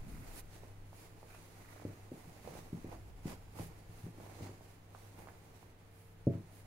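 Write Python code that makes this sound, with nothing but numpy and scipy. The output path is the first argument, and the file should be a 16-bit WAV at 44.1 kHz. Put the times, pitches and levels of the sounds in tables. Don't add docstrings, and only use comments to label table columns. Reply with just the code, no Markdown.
import sys
import numpy as np
from scipy import signal
from scipy.fft import rfft, irfft, next_fast_len
from scipy.io import wavfile
from scipy.ndimage import map_coordinates

SR = 44100
rng = np.random.default_rng(int(sys.argv[2]) if len(sys.argv) > 2 else 0)


def to_wav(sig):
    pcm = np.clip(np.atleast_2d(sig), -1, 1) * 32767
    pcm = np.round(pcm).astype(np.int16)
    wavfile.write(sys.argv[1], SR, pcm.T)


N = 293706

# fastest moment in seconds, speeding-up time in seconds,
# slowing-down time in seconds, hiss in dB, rustle in dB, lift of the treble over the rest in dB.
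PULLS = [(0.11, 0.04, 0.27, -68, -70.5, 3.5), (0.288, 0.027, 0.055, -65, -63, 1),
         (0.39, 0.052, 0.019, -53, -61.5, 5), (0.555, 0.064, 0.042, -65.5, -68.5, -1),
         (1.04, 0.13, 0.053, -66.5, -70, 2), (1.35, 0.15, 0.45, -70, -85, 1),
         (1.78, 0.16, 0.71, -77.5, -73.5, -7), (2.3, 0.33, 0.026, -74, -71.5, 6),
         (2.54, 0.12, 0.1, -63.5, -60.5, -0.5), (2.92, 0.082, 0.057, -72, -60, -4),
         (3.298, 0.047, 0.06, -60, -56.5, -1), (3.605, 0.044, 0.053, -60, -57.5, 2),
         (3.66, 0.04, 0.03, -62, -70, 4), (4.03, 0.099, 0.089, -68.5, -70, 2),
         (4.27, 0.077, 0.074, -68.5, -61.5, 0), (4.45, 0.12, 0.083, -64, -59.5, -4.5),
         (4.67, 0.064, 0.093, -71.5, -73.5, 1), (5.02, 0.1, 0.21, -70.5, -72, 1),
         (5.2, 0.034, 0.076, -68.5, -61.5, 4), (5.57, 0.044, 0.089, -74, -79, 0),
         (6.02, 0.11, 0.14, -73, -96, 6.5), (6.35, 0.037, 0.031, -77, -63.5, -7),
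         (6.6, 0.098, 0.036, -67.5, -95, 4.5)]
# time in seconds, hiss in dB.
SHIFTING = [(0, -71.5), (0.47, -74.5), (0.66, -69), (0.78, -77.5), (1.15, -72.5), (1.9, -72), (2.02, -81.5),
            (2.15, -70), (2.75, -70.5), (3.1, -75), (3.5, -72), (3.8, -72.5), (4.6, -73), (4.87, -78),
            (5.35, -71), (5.8, -79), (6.2, -79), (6.4, -74.5)]
# frequency in Hz, density in dB per Hz.
WEAVE = [(800, -3), (2000, 3), (3300, 0), (4800, 0), (7000, 0), (8000, -2), (10800, -3.5), (13200, -7),
         (14100, -11.5), (15500, -7.5)]
# frequency in Hz, density in dB per Hz.
RUSTLE = [(120, 1), (220, 2), (320, 5), (520, -1.5), (800, 1), (1200, -7), (1650, -12.5), (2100, -10),
          (2700, -16), (3500, -28.5), (7000, -27.5)]
# frequency in Hz, half width at half amplitude in Hz, level in dB for an unlifted treble.
LEFT_PORT = [(9250, 240, -0.5)]
RIGHT_PORT = [(10830, 400, -5.5), (13600, 300, -6)]
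# fastest moment in seconds, speeding-up time in seconds,
# slowing-down time in seconds, level in dB, scrape pitch in Hz, glide in octaves per second.
PALM = [(0.2, 0.19, 0.26, -66, 2080, 0), (1.33, 0.04, 0.053, -61, 2410, 1.29),
        (1.74, 0.2, 0.28, -65.5, 1960, 0.027)]
# frequency in Hz, density in dB per Hz.
SKIN = [(700, -14), (1300, 7.5), (1700, 2), (2100, -2), (2600, 0), (3200, -13.5)]
# time in seconds, peak in dB, pitch in Hz.
FLICKS = [(0.168, -46, 900), (0.399, -53, 900), (0.636, -41, 476), (0.9306, -42.5, 663),
          (1.2304, -40.5, 634), (1.348, -43.5, 820), (1.7996, -44, 750), (1.8231, -40, 590),
          (2.452, -40, 650), (2.476, -32.5, 500), (2.554, -38, 428), (2.5716, -42, 635), (2.891, -46, 650),
          (2.9279, -34.5, 646), (3.313, -48, 900), (3.557, -48, 800), (3.589, -37, 750),
          (3.597, -35.5, 486), (4.202, -40, 560), (4.265, -41.5, 596), (4.61, -44, 576), (4.9495, -37, 890),
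          (5.273, -37.5, 854), (5.287, -37, 1240), (5.6288, -45, 766), (6.336, -47, 1900)]
# fastest moment in seconds, speeding-up time in seconds,
# slowing-down time in seconds, level in dB, upper edge in Hz.
SHOVES = [(0.16, 0.17, 0.12, -51, 288), (2.6, 0.26, 0.06, -57, 258), (3.12, 0.22, 0.22, -51.5, 100),
          (3.7, 0.26, 0.051, -52.5, 141), (4.25, 0.11, 0.049, -62, 293)]
# time in seconds, level in dB.
WAFT = [(0, -45.5), (0.17, -47.5), (0.3, -53.5), (0.8, -57.5), (1.5, -64), (2.3, -62.5), (2.85, -58),
        (3.15, -56), (3.7, -59.5), (4.5, -66), (6.66, -63)]
# frequency in Hz, density in dB per Hz.
AIR = [(8, -6), (22, -1), (38, -5.5), (55, -12), (80, -25), (130, -15.5), (300, -65)]
# time in seconds, peak in dB, pitch of the push in Hz.
PATS = [(0.191, -42.5, 133), (1.853, -28.5, 300), (1.892, -42, 260), (2.1192, -33.5, 298),
        (2.278, -44, 153), (2.7315, -30, 213), (2.749, -37, 198), (2.771, -45, 220), (2.8469, -33, 280),
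        (3.258, -27.5, 210), (3.2799, -36, 300), (3.598, -37, 330), (3.603, -37, 99), (3.895, -48.5, 109),
        (4.0412, -40.5, 100), (4.067, -37, 238), (4.148, -49, 300), (4.185, -43, 297), (4.275, -47, 260),
        (4.4091, -35.5, 306), (4.4227, -41.5, 93), (4.442, -42, 340), (4.4943, -39, 300),
        (6.3532, -29.5, 199)]
# frequency in Hz, level in dB, t60 in seconds.
TABLE = [(102.5, -17, 0.27), (123.6, -20, 0.2), (166.7, -22, 0.29), (256.5, -30.5, 0.18), (290, -28, 0.19),
         (325, -24, 0.24), (441, -30, 0.27), (550.6, -27.5, 0.27), (596, -20, 0.096), (653, -31, 0.3)]
# frequency in Hz, density in dB per Hz.
CROWD = [(70, -35), (130, 7), (200, 0), (290, 2), (440, -4), (505, -20), (620, 1), (760, -20), (950, -20),
         (1400, -60)]
# frequency in Hz, density in dB per Hz.
QUIET = [(22, -4), (35, -10.5), (70, 0.5), (112, 1), (140, -6.5), (400, -9), (700, -14), (1230, -17),
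         (2030, -19), (3750, -27), (9500, -45.5), (15500, -34)]
# frequency in Hz, level in dB.
HUM = [(100, -61), (164, -70.5), (456, -76)]
# frequency in Hz, left minus right in dB.
CLOTH_SIDE = [(300, 1.5), (560, -7.5), (1500, -4.5), (7500, -2.5), (11000, -6), (14000, -10.5)]
# frequency in Hz, correlation.
ALIKE = [(120, 0.89), (300, 0.87), (600, 0.34), (1100, 0.048), (3000, 0.02), (15000, 0.027)]
# frequency in Hz, t60 in seconds.
ROOM = [(100, 0.31), (300, 0.28), (1000, 0.17), (8000, 0.092)]

STROKE_SHAPE = 2.32
SHIFT_RUSTLE_DB = 2.5
RING_DB, FIRM_HZ, PRESS_DB_PER_OCTAVE = 4, 197, 12
THUMP_S, THUMP_DB, THUMP_HZ, THUMP_RING_DB = 6.2712, -17.5, 308, 8
CONTACT_GAP_S, GAP_GROWS, CONTACT_LOSS_DB, CONTACT_SOFTENS = 0.00703, 1.15, 2, 0.38
HAND_DAMPS_DB = 3.5
QUIET_DB = -64
TOP_HZ = 15780


def amp(db):
    return 10 ** (np.asarray(db) / 20)


def unit(x):
    return x / np.sqrt(np.mean(x ** 2) + 1e-20)


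def along(points, hz):
    f, v = np.transpose(points)
    return np.interp(np.log(hz + 1), np.log(f + 1), v)


def curve(rows):
    return np.interp(np.arange(N) / SR, *np.transpose(rows))


def wobble(rate):
    knots = rng.standard_normal(int(N * rate / SR) + 4)
    return map_coordinates(knots, [np.arange(N) * rate / SR])


def filtered(x, response):
    size = x.shape[-1]
    padded = next_fast_len(size + 8192)
    spectrum = rfft(x, padded) * response(np.fft.rfftfreq(padded, 1 / SR))
    return irfft(spectrum, padded)[..., :size]


def add(track, s, sound):
    start = max(round(s * SR), 0)
    part = track[..., start:start + sound.shape[-1]]
    part += sound[..., :part.shape[-1]]


def spread(pair):
    turn = lambda hz: np.arccos(np.clip(along(ALIKE, hz), -1, 1)) / 2
    mid, side = filtered(pair, lambda hz: np.array([np.cos(turn(hz)), np.sin(turn(hz))]))
    return np.array([mid + side, mid - side])


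def to_right(pair):
    return filtered(pair, lambda hz: amp(np.outer([.5, -.5], along(CLOTH_SIDE, hz))))


def coloured(pair, spectrum):
    out = filtered(spread(pair), lambda hz: amp(along(spectrum, hz)))
    return out / np.std(out.mean(0))


def slips(rate, size_db, smooth):
    sizes = amp(size_db * rng.standard_normal(N).clip(-2, 2))
    ticks = (rng.random(N) < rate / SR) * sizes
    return unit(ticks * rng.standard_normal((2, N))) + smooth * rng.standard_normal((2, N))


def stroke(s, rise, fall):
    t = np.arange(N) / SR - s
    scaled = np.abs(t / np.where(t < 0, rise, fall))
    return np.exp(-np.minimum(scaled, 5) ** STROKE_SHAPE)


def jerking(rate, life, size_db, scatter):
    count = int(2 * N * rate / SR)
    at = np.cumsum(np.exp(scatter * rng.standard_normal(count))) * SR / rate
    sizes = amp(size_db * rng.standard_normal(count).clip(-1.5, 1.5))
    inside = at < N
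    releases = np.bincount(at[inside].astype(int), sizes[inside], N)
    t = np.arange(SR // 20) / SR / life
    return unit(signal.fftconvolve(releases, t * np.exp(-t))[:N])


def push(t, hz):
    u = (np.pi * t * hz) ** 2
    return (1 - 2 * u) * np.exp(-u)


def room(sound, build=0.001, lowest_hz=110):
    hz, t, noise = signal.stft(rng.standard_normal((2, SR // 2)), SR, nperseg=256)
    decay = amp(-60 * t / along(ROOM, hz)[:, None])
    tail = signal.istft(noise * decay * (1 - np.exp(-t / build)), SR)[1]
    tail = filtered(spread(tail), lambda f: 1 - 1 / (1 + (f / lowest_hz) ** 6))
    return signal.fftconvolve(sound[None], tail / np.linalg.norm(tail[0]), axes=1)


def handling(uneven_db=1.1, uneven_rate=24):
    hiss = amp(curve(SHIFTING)) ** 2
    rustle, bright = hiss * amp(SHIFT_RUSTLE_DB) ** 2, np.zeros(N)
    for s, rise, fall, hiss_db, rustle_db, top_db in PULLS:
        speed = stroke(s, rise, fall)
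        power = (amp(hiss_db) * speed) ** 2
        hiss = hiss + power
        bright = bright + top_db * power
        rustle = rustle + (amp(rustle_db) * speed) ** 2
    uneven = uneven_db * wobble(uneven_rate)
    return 10 * np.log10(hiss) + uneven, 10 * np.log10(rustle) + uneven, bright / hiss


def catching(pull_db, coarse=0.43, hard_db=-58):
    share = np.clip(coarse * amp((pull_db - hard_db) / 2), 0, 0.65)
    jerks = jerking(rate=130, life=.0011, size_db=2.5, scatter=.6)
    return np.sqrt(share * jerks ** 2 + 1 - share)


def sliding(slide_db, bright_db, catch, flutter_db=0.67, echo=0.13, echo_time=0.000451, roam=0.11,
            knee_hz=8700, grip=0.25, ring_grows=1.7):
    grain = coloured(slips(rate=5000, size_db=3, smooth=1.5), WEAVE)
    late = np.arange(N) - SR * echo_time * np.exp(roam * wobble(3))
    reflected = np.array([map_coordinates(port, [late]) for port in grain])
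    grain = (grain + echo * reflected) / np.hypot(1, echo)
    top = filtered(grain, lambda hz: 1 - 1 / (1 + (hz / knee_hz) ** 10))

    def resonance(port, f):
        return sum(amp(db) / (1 + ((f - hz) / width) ** 2) for hz, width, db in port)

    ring = filtered(grain, lambda f: np.array([resonance(port, f) for port in (LEFT_PORT, RIGHT_PORT)]))
    tilt = amp(bright_db / 2)
    body = (grain - top) / tilt * catch ** grip
    hiss = body + top * tilt + ring * amp(ring_grows * bright_db / 2)
    return to_right(hiss) * amp(slide_db + flutter_db * wobble(60))


def rustling(pull_db, catch, rustle_db=4.5, flutter_db=1):
    grain = coloured(rng.standard_normal((2, N)) * catch, RUSTLE)
    return to_right(grain) * amp(pull_db + rustle_db + flutter_db * wobble(40))


def rubbing(band_db=-6, broad_db=-4.5, width_hz=200):
    t, out = np.arange(N) / SR, np.zeros((2, N))
    for s, rise, fall, db, hz, glide in PALM:
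        pitch = hz * 2 ** (glide * np.clip(t - s, -2 * rise, 2 * fall))
        scatter = unit(filtered(rng.standard_normal((2, N)), lambda f: 1 / (1 + (f / width_hz) ** 2)))
        band = np.sqrt(2) * scatter * np.sin(2 * np.pi * np.cumsum(pitch) / SR)
        whisper = coloured(rng.standard_normal((2, N)), SKIN)
        out += amp(db) * stroke(s, rise, fall) * (amp(band_db) * band + amp(broad_db) * whisper)
    return to_right(out) * jerking(rate=380, life=.002, size_db=3, scatter=.5)


def flicks(flick_db=-3.0, room_db=-6.0, fray=0.23, fray_time=0.0032, lean_db=4):
    lead = .004
    out, t = np.zeros((2, N)), np.arange(SR // 40) / SR - lead
    for s, db, hz in FLICKS:
        fibres = filtered(rng.standard_normal(len(t)), lambda f: 1 / (1 + (f / 3500) ** 2))
        scratch = fray * (t > 0) * np.exp(-abs(t) / fray_time) * fibres
        pop = amp(db + flick_db) * (push(t, hz) + scratch)
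        add(out, s - lead, np.outer(amp([-lean_db, lean_db]), pop))
        add(out, s - lead, amp(room_db) * to_right(room(pop)))
    return out


def shoving(shove_db=-2, judder_db=1, lowest_hz=30):
    out = np.zeros((2, N))
    for s, rise, fall, db, hz in SHOVES:
        noise = spread(rng.standard_normal((2, N)))
        rub = unit(filtered(noise, lambda f: f / np.hypot(f, lowest_hz) / (1 + (f / hz) ** 8)))
        out += amp(db) * stroke(s, rise, fall) * rub
    return out * amp(shove_db + judder_db * wobble(40))


def wafting(waft_db=-1, lean_db=1.0):
    air = coloured(rng.standard_normal((2, N)), AIR)
    return air * amp(curve(WAFT) + waft_db) * amp([[lean_db], [-lean_db]])


def blows():
    contacts = []
    for s, db, hz in PATS:
        slower_octaves = max(np.log2(FIRM_HZ / hz), 0)
        contacts.append((s, db, hz, RING_DB + PRESS_DB_PER_OCTAVE * slower_octaves))
    for k in range(3):
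        contacts.append((THUMP_S + CONTACT_GAP_S * k ** GAP_GROWS,
                         THUMP_DB - CONTACT_LOSS_DB * k ** 2,
                         THUMP_HZ / (1 + CONTACT_SOFTENS * k ** 2),
                         THUMP_RING_DB - HAND_DAMPS_DB * k))
    return contacts


def pats(pat_db=-.5, wet_db=-11, attack=0.0015, crowd_db=-21.5, crowd_t60=0.33, crowd_build=0.02,
         lowest_hz=50, rebound=0.21, rebound_cycles=1.114):
    lead = .015
    out, t = np.zeros((2, N)), np.arange(SR // 2) / SR - lead
    since = np.maximum(t, 0)
    for s, db, hz, ring_db in blows():
        puff = push(t, hz) + rebound * push(t - rebound_cycles / hz, hz)
        loaded = np.exp(.015 * rng.standard_normal(len(TABLE)))
        reach = lambda f: 1 / (1 + (f / (2.0 * hz)) ** 4)
        ring = np.zeros(len(t))
        for (f, level, t60), load in zip(TABLE, loaded):
            decay = amp(level + rng.normal(0, 1.0) - 60 * since / t60)
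            ring += decay * np.cos(2 * np.pi * f * load * since) * reach(f)
        crowd = filtered(coloured(rng.standard_normal((2, len(t))), CROWD), reach)
        crowd = crowd * amp(crowd_db - 60 * since / crowd_t60) * (1 - np.exp(-since / crowd_build))
        blow = amp(pat_db) * puff + amp(ring_db) * ring * (1 - np.exp(-(since / attack) ** 2))
        add(out, s - lead, amp(db) * (blow + crowd))
        add(out, s - lead, amp(db + wet_db) * room(puff))
    return filtered(out, lambda f: 1 - 1 / (1 + (f / lowest_hz) ** 4)) * amp([[.3], [-.3]])


def background(lean=0.4, waver=.17):
    out = coloured(rng.standard_normal((2, N)), QUIET) * amp(QUIET_DB)
    out = filtered(out, lambda hz: amp(lean * np.outer([.5, -.5], along(CLOTH_SIDE, hz))))
    for hz, db in HUM:
        phase = 2 * np.pi * (hz * np.arange(N) / SR + rng.random()) + waver * wobble(2.4)
        out = out + np.sqrt(2) * amp(db) * (1 + waver * wobble(4.8)) * np.sin(phase)
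    return out


def scene():
    slide_db, pull_db, bright_db = handling()
    catch = catching(pull_db)
    cloth = sliding(slide_db, bright_db, catch) + rustling(pull_db, catch) + rubbing() + flicks()
    return cloth + shoving() + wafting() + pats() + background()


def record(dry, lag=.00009):
    return filtered(dry, lambda hz: np.exp(np.outer([-1j, 1j], np.pi * hz * lag)) * (hz < TOP_HZ))


dry = scene()
out = record(dry)
to_wav(out)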